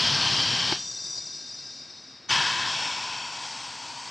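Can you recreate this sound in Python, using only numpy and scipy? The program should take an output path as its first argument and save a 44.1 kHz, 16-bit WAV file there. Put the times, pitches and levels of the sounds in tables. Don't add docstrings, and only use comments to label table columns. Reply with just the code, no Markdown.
import sys
import numpy as np
from scipy import signal
from scipy.fft import rfft, irfft, next_fast_len
from scipy.io import wavfile
from scipy.ndimage import uniform_filter1d

SR = 44100
rng = np.random.default_rng(int(sys.argv[2]) if len(sys.argv) > 2 else 0)


def transcribe(signal):
    frames = np.atleast_2d(signal).T
    limited = np.clip(frames, -1, 1)
    pcm = np.round(limited * 32767).astype(np.int16)
    wavfile.write(sys.argv[1], SR, pcm)


N = 181115
T = np.arange(N) / SR
HZ = np.fft.rfftfreq(next_fast_len(N), 1 / SR)
KNOCK_S, WHISTLE_S = 0.7238, 2.289

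# pitch_hz, width_hz (at half amplitude), level_db (relative)
AIRY_TOP = [(11500, 3000, -49), (13200, 1500, -56)]


def gain_of(db):
    return 10 ** (np.asarray(db) / 20)


def evened(x):
    return x / np.sqrt(np.mean(x ** 2) + 1e-20)


def read(points, hz):
    point_hz, value = np.transpose(points)
    return np.interp(np.log(hz + 1), np.log(point_hz + 1), value)


def coloured(x, gain):
    size = next_fast_len(N)
    return irfft(rfft(x, size) * gain, size)[:N]


def wander(top_hz):
    t = np.arange(0, N / SR + 0.01, 1 / 200)
    phases = 2 * np.pi * rng.random(24)
    rates_hz = np.geomspace(1, top_hz, len(phases))
    swings = np.sin(2 * np.pi * t[:, None] * rates_hz + phases)
    return np.interp(T, t, evened(swings @ rates_hz ** -0.5))


def resonate(x, hz, pole_width_hz):
    turn = np.exp(2j * np.pi * np.cumsum(hz) / SR)
    r = np.exp(-np.pi * pole_width_hz / SR)
    smooth = signal.lfilter([(1 - r) ** 2], [1, -2 * r, r * r], x * turn.conj())
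    return (turn * smooth).real


def jet(spectrum, passages=(), jet_db=0):
    power = gain_of(read(spectrum, HZ) + jet_db) ** 2
    for hz, width_hz, db in passages:
        power = power + (gain_of(db) / (1 + (2 * (HZ - hz) / width_hz) ** 2)) ** 2
    return evened(coloured(rng.standard_normal(N), np.sqrt(power)))


def patchy(x, db):
    z = signal.stft(x, nperseg=1024)[2]
    patches = uniform_filter1d(rng.standard_normal(z.shape), size=4, axis=0)
    patches = uniform_filter1d(patches, size=14, axis=1)
    return signal.istft(z * gain_of(db * evened(patches)), nperseg=1024)[1][:N]


def lopsided(x, skew):
    # pitch_hz, level_db
    square_colour = [(30, -23), (110, 7), (2000, -4), (6000, 9), (9000, -23), (11500, -21), (14500, -33)]
    return x - skew * coloured(x ** 2, gain_of(read(square_colour, HZ)))


def shop():
    # (per Hz, relative)
    shop_spectrum = [(18, -67), (30, -34), (146, -5), (178, -13), (257, -6.5), (403, -14.5), (815, -15),
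                     (881, -16), (1610, -16), (3200, -20.5), (4160, -25), (7040, -120)]
    return gain_of(-54.5) * jet(shop_spectrum)


def fill():
    # (per Hz, relative)
    fill_spectrum = [(18, -59), (30, -33), (89, -5.5), (135, 0), (199, -7.5), (524, -16), (937, -6.5),
                     (1350, -11.5), (1640, -8.5), (2140, -11.5), (3150, -1.5), (3550, -5), (5490, -5.5),
                     (6350, -17.5), (9830, -36), (12800, -60), (21600, -120)]
    # pitch_hz, width_hz (at half amplitude), level_db (relative)
    fill_passages = [(134, 54, -7), (970, 330, -14.5), (1585, 82, -5), (2224, 37, -12.5), (3160, 126, 3),
                     (3380, 27, -15), (4055, 120, -1.5), (4374, 80, 2), (4690, 110, 2), (5310, 110, 0.5),
                     (5370, 110, -6), (7380, 43, -23), (8400, 31, -14.5), (9910, 150, -56)]
    level_db, sag_db_per_s = -22.5, 4.5
    shut_s, shut_t60_s = 0.733, 0.2
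    echo, echo_t60_s = gain_of(-10), 0.42

    air = patchy(jet(fill_spectrum, fill_passages + AIRY_TOP, jet_db=0.5), db=1.0)
    air = air * gain_of(0.5 * wander(40))
    after = np.maximum(T - shut_s, 0)
    stop = (1 - echo) * gain_of(-60 * after / shut_t60_s) + echo * gain_of(-60 * after / echo_t60_s)
    sagging = gain_of(level_db - sag_db_per_s * np.minimum(T, shut_s))
    return sagging * stop * lopsided(air, skew=0.076)


def seep_level():
    level_db, under_db, rise_s = -36.5, -3.5, 0.14
    rundown_s, equal_s = 1.21, 2.54
    cut_s = 0.03

    rise_db = under_db * (1 - np.clip((T - KNOCK_S) / rise_s, 0, 1))
    flow = np.clip((equal_s - T) / (equal_s - rundown_s), 0, 1)
    flow = flow * np.minimum(T / KNOCK_S, 1)
    cut = np.clip(1 - (T - WHISTLE_S) / cut_s, 0, 1)
    return gain_of(level_db + rise_db) * flow * cut


def seep():
    # (per Hz, relative)
    seep_spectrum = [(1000, -27), (3200, -20.5), (3800, -9), (5500, -6), (6300, -16), (8000, -23),
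                     (9200, -37.5), (14000, -51)]
    mode_pitches = [1600, 2310, 2700, 3685, 3800, 4285, 4560, 4815, 4900, 5160, 5495, 5720, 5875, 6065,
                    6360, 6595, 6960, 7125, 7520, 7920, 8230, 8700, 9860]
    # nominal width_hz, level_db at 1.25 s (for a width of 300 Hz), change_db_per_s
    mode_shapes = [(40, -18.5, 4), (35, -20.5, 6), (32, -20, 4), (56.4, -5, -2), (110, -16.5, 10.5),
                   (40, -6.5, 2.5), (100, -15.5, 5), (67.7, 0, -2), (70, -6, 1.5), (45, -3, 2.5),
                   (88.4, -4, -1), (90, -12, -15), (89, -0.5, -10), (40, -10, -17), (80, -23, -6),
                   (69.6, -17, -16), (50, -15.5, -9), (60, -16, -14), (150, -22.5, -22), (130, -20, -12),
                   (70, -34, -3), (150, -34.5, -23), (50, -38, -13)]

    end = round((WHISTLE_S + 0.1) * SR)
    tuning = 1 - 0.022 * np.exp(-np.maximum(T - 0.75, 0) / 0.33)
    air = gain_of(-12) * jet(seep_spectrum)
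    for hz, (width_hz, db, slope_db) in zip(mode_pitches, mode_shapes):
        drift = tuning * (1 + 0.0008 * wander(6))
        mode = evened(resonate(rng.standard_normal(end), hz * drift[:end], 1.19 * width_hz))
        swell_db = db + slope_db * (T - 1.25) + 0.39 * wander(7.5)
        air[:end] += mode * np.sqrt(width_hz / 300) * gain_of(swell_db[:end])
    return seep_level() * lopsided(air * gain_of(0.42 * wander(40)), skew=0.087)


def knock():
    # pitch_hz, level_db (relative), t60_s
    body = [(359, -2, 0.04), (600, -5, 0.016), (844, -0.5, 0.024), (1150, -8, 0.02), (1590, -0.5, 0.013),
            (2170, -5, 0.022), (3300, -6, 0.013), (4640, -3.5, 0.013)]
    t = np.maximum(T - KNOCK_S, 0)
    ring = sum(gain_of(db - 60 * t / t60) * np.sin(2 * np.pi * hz * t) for hz, db, t60 in body)
    ring *= 1 - np.exp(-t / 0.00038)
    return gain_of(-15.5) * ring / abs(ring).max()


def vent_level():
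    lead_s, open_s = 0.012, 0.028
    overshoot_db, overshoot_s = 4.5, 0.087
    level_db, fall_db_per_s, stay_db = -23, 13.5, -40

    t = np.maximum(T - WHISTLE_S + lead_s, 0)
    falling = gain_of(level_db - fall_db_per_s * t + overshoot_db * np.exp(-t / overshoot_s))
    opening = 1 - np.exp(-(t / open_s) ** 3)
    return np.sqrt(falling ** 2 + gain_of(stay_db) ** 2) * opening


def vent():
    # (per Hz, relative)
    roar_spectrum = [(18, -62), (30, -33), (132, -9), (286, -21), (330, -11.5), (453, -24), (753, -12),
                     (960, 0), (1220, -9), (1720, -3.5), (2410, -12), (3150, -3), (5110, -8.5),
                     (8300, -23.5), (9830, -38.5), (12800, -59), (21600, -120)]
    middle_spectrum = [(18, -74), (30, -42), (128, -12), (475, -20.5), (735, -10), (937, 0), (1220, -12.5),
                       (1450, -6.5), (1990, -13.5), (3220, -5), (4210, -11), (5630, -7), (6350, -17),
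                       (7530, -17.5), (9830, -39.5), (12800, -69), (21600, -120)]
    hiss_spectrum = [(18, -77), (30, -52), (125, -7.5), (180, -33), (253, -9.5), (339, -22), (421, -19.5),
                     (718, -11), (937, 2.5), (1220, -11.5), (3150, -11.5), (3730, -16), (4530, -7.5),
                     (8100, -16.5), (9830, -43), (12800, -62), (21600, -120)]
    # pitch_hz, width_hz (at half amplitude), level_db (relative)
    roar_ports = [(138, 24, -7), (1045, 110, -4.5), (1465, 21, -12), (1700, 290, -2), (2160, 19, -4),
                  (2260, 40, 0), (2608, 76, 1.5), (3160, 220, 0), (4580, 39, 0.5), (5240, 91, -3),
                  (7540, 91, -35), (7500, 42, -25), (7340, 43, -27)]
    middle_ports = [(997, 110, 0), (1470, 67, -10), (2254, 14, 0.5), (2580, 260, -4), (3270, 106, -1.5),
                    (3860, 23, -17), (4510, 93, -1.5), (5200, 49, -0.5), (5570, 77, -3), (6970, 110, -15),
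                    (7450, 260, -19), (8040, 45, -15), (8600, 180, -24)]
    hiss_ports = [(953, 84, -7), (1470, 86, -6), (2500, 400, -10), (3080, 150, -7), (4580, 440, -3),
                  (4830, 30, 3), (5270, 230, -6), (5770, 99, -5), (5970, 55, -0.5), (6400, 110, -6),
                  (7110, 76, -14), (7740, 92, -14), (8250, 120, -10)]
    # pitch_hz, width_hz (at half amplitude), level_db (relative)
    late_bands = [(9700, 500, -29.5), (12800, 600, -43), (3870, 1100, -10.5)]
    # time_s, stage (1 roar, 0 hiss)
    stage_points = [(2.3, 0.96), (2.66, 0.87), (2.72, 0.53), (3.0, 0.5), (3.3, .43), (3.5, 0.18),
                    (3.9, 0.14)]

    stage = np.interp(T, *np.transpose(stage_points))
    roar = np.clip(2 * stage - 1, 0, 1)
    hiss = np.clip(1 - 2 * stage, 0, 1)
    air = np.sqrt(roar) * jet(roar_spectrum, roar_ports + AIRY_TOP, jet_db=-1.5)
    air += np.sqrt(abs(1 - roar - hiss)) * jet(middle_spectrum, middle_ports + AIRY_TOP, jet_db=-0.5)
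    air += np.sqrt(hiss) * jet(hiss_spectrum, hiss_ports + AIRY_TOP + late_bands, jet_db=2.0)
    air = patchy(air, db=1.0) * gain_of(0.5 * wander(40))
    return vent_level() * lopsided(air, skew=0.053 + 0.042 * stage)


def whistle():
    # pitch_hz, level_db, t60_s
    chirp = (6050, -22, 0.07)
    hz, db, t60 = chirp
    t = np.maximum(T - WHISTLE_S, 0)
    tone = np.sin(2 * np.pi * hz * t + 2.3 * wander(240))
    return gain_of(db - 60 * t / t60) * (1 - np.exp(-t / 0.0023)) ** 2 * tone


def burst():
    # (per Hz, relative)
    burst_spectrum = [(1200, -16), (2200, -14), (2900, 6.5), (3600, -13), (5000, 1), (6200, -24),
                      (8500, -39), (12000, -49)]
    level_db, t60_s, attack_s = -22, 0.5, 0.016
    t = np.maximum(T - WHISTLE_S, 0)
    swell = (1 - np.exp(-t / attack_s)) ** 2
    return gain_of(level_db - 60 * t / t60_s) * swell * jet(burst_spectrum)


def scene():
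    near = shop() + fill() + seep() + knock() + vent() + whistle() + burst()
    z = signal.stft(near, nperseg=1024)[2]
    random_phase = np.exp(2j * np.pi * rng.random(z.shape))
    side_noise = signal.istft(z * random_phase, nperseg=1024)[1][:N]
    sides_db = [[1.05], [-1.1]]
    return near * gain_of(sides_db) + gain_of(-19.5) * side_noise * np.array([[1], [-1]])


def record(dry):
    highpass = signal.butter(2, 45, "highpass", fs=SR, output="sos")
    thin = signal.sosfilt(highpass, dry)
    lowpass = signal.firwin(511, 14600, window=("kaiser", 9), fs=SR)
    return signal.oaconvolve(thin, lowpass[None], "same")


dry = scene()
out = record(dry)
transcribe(out)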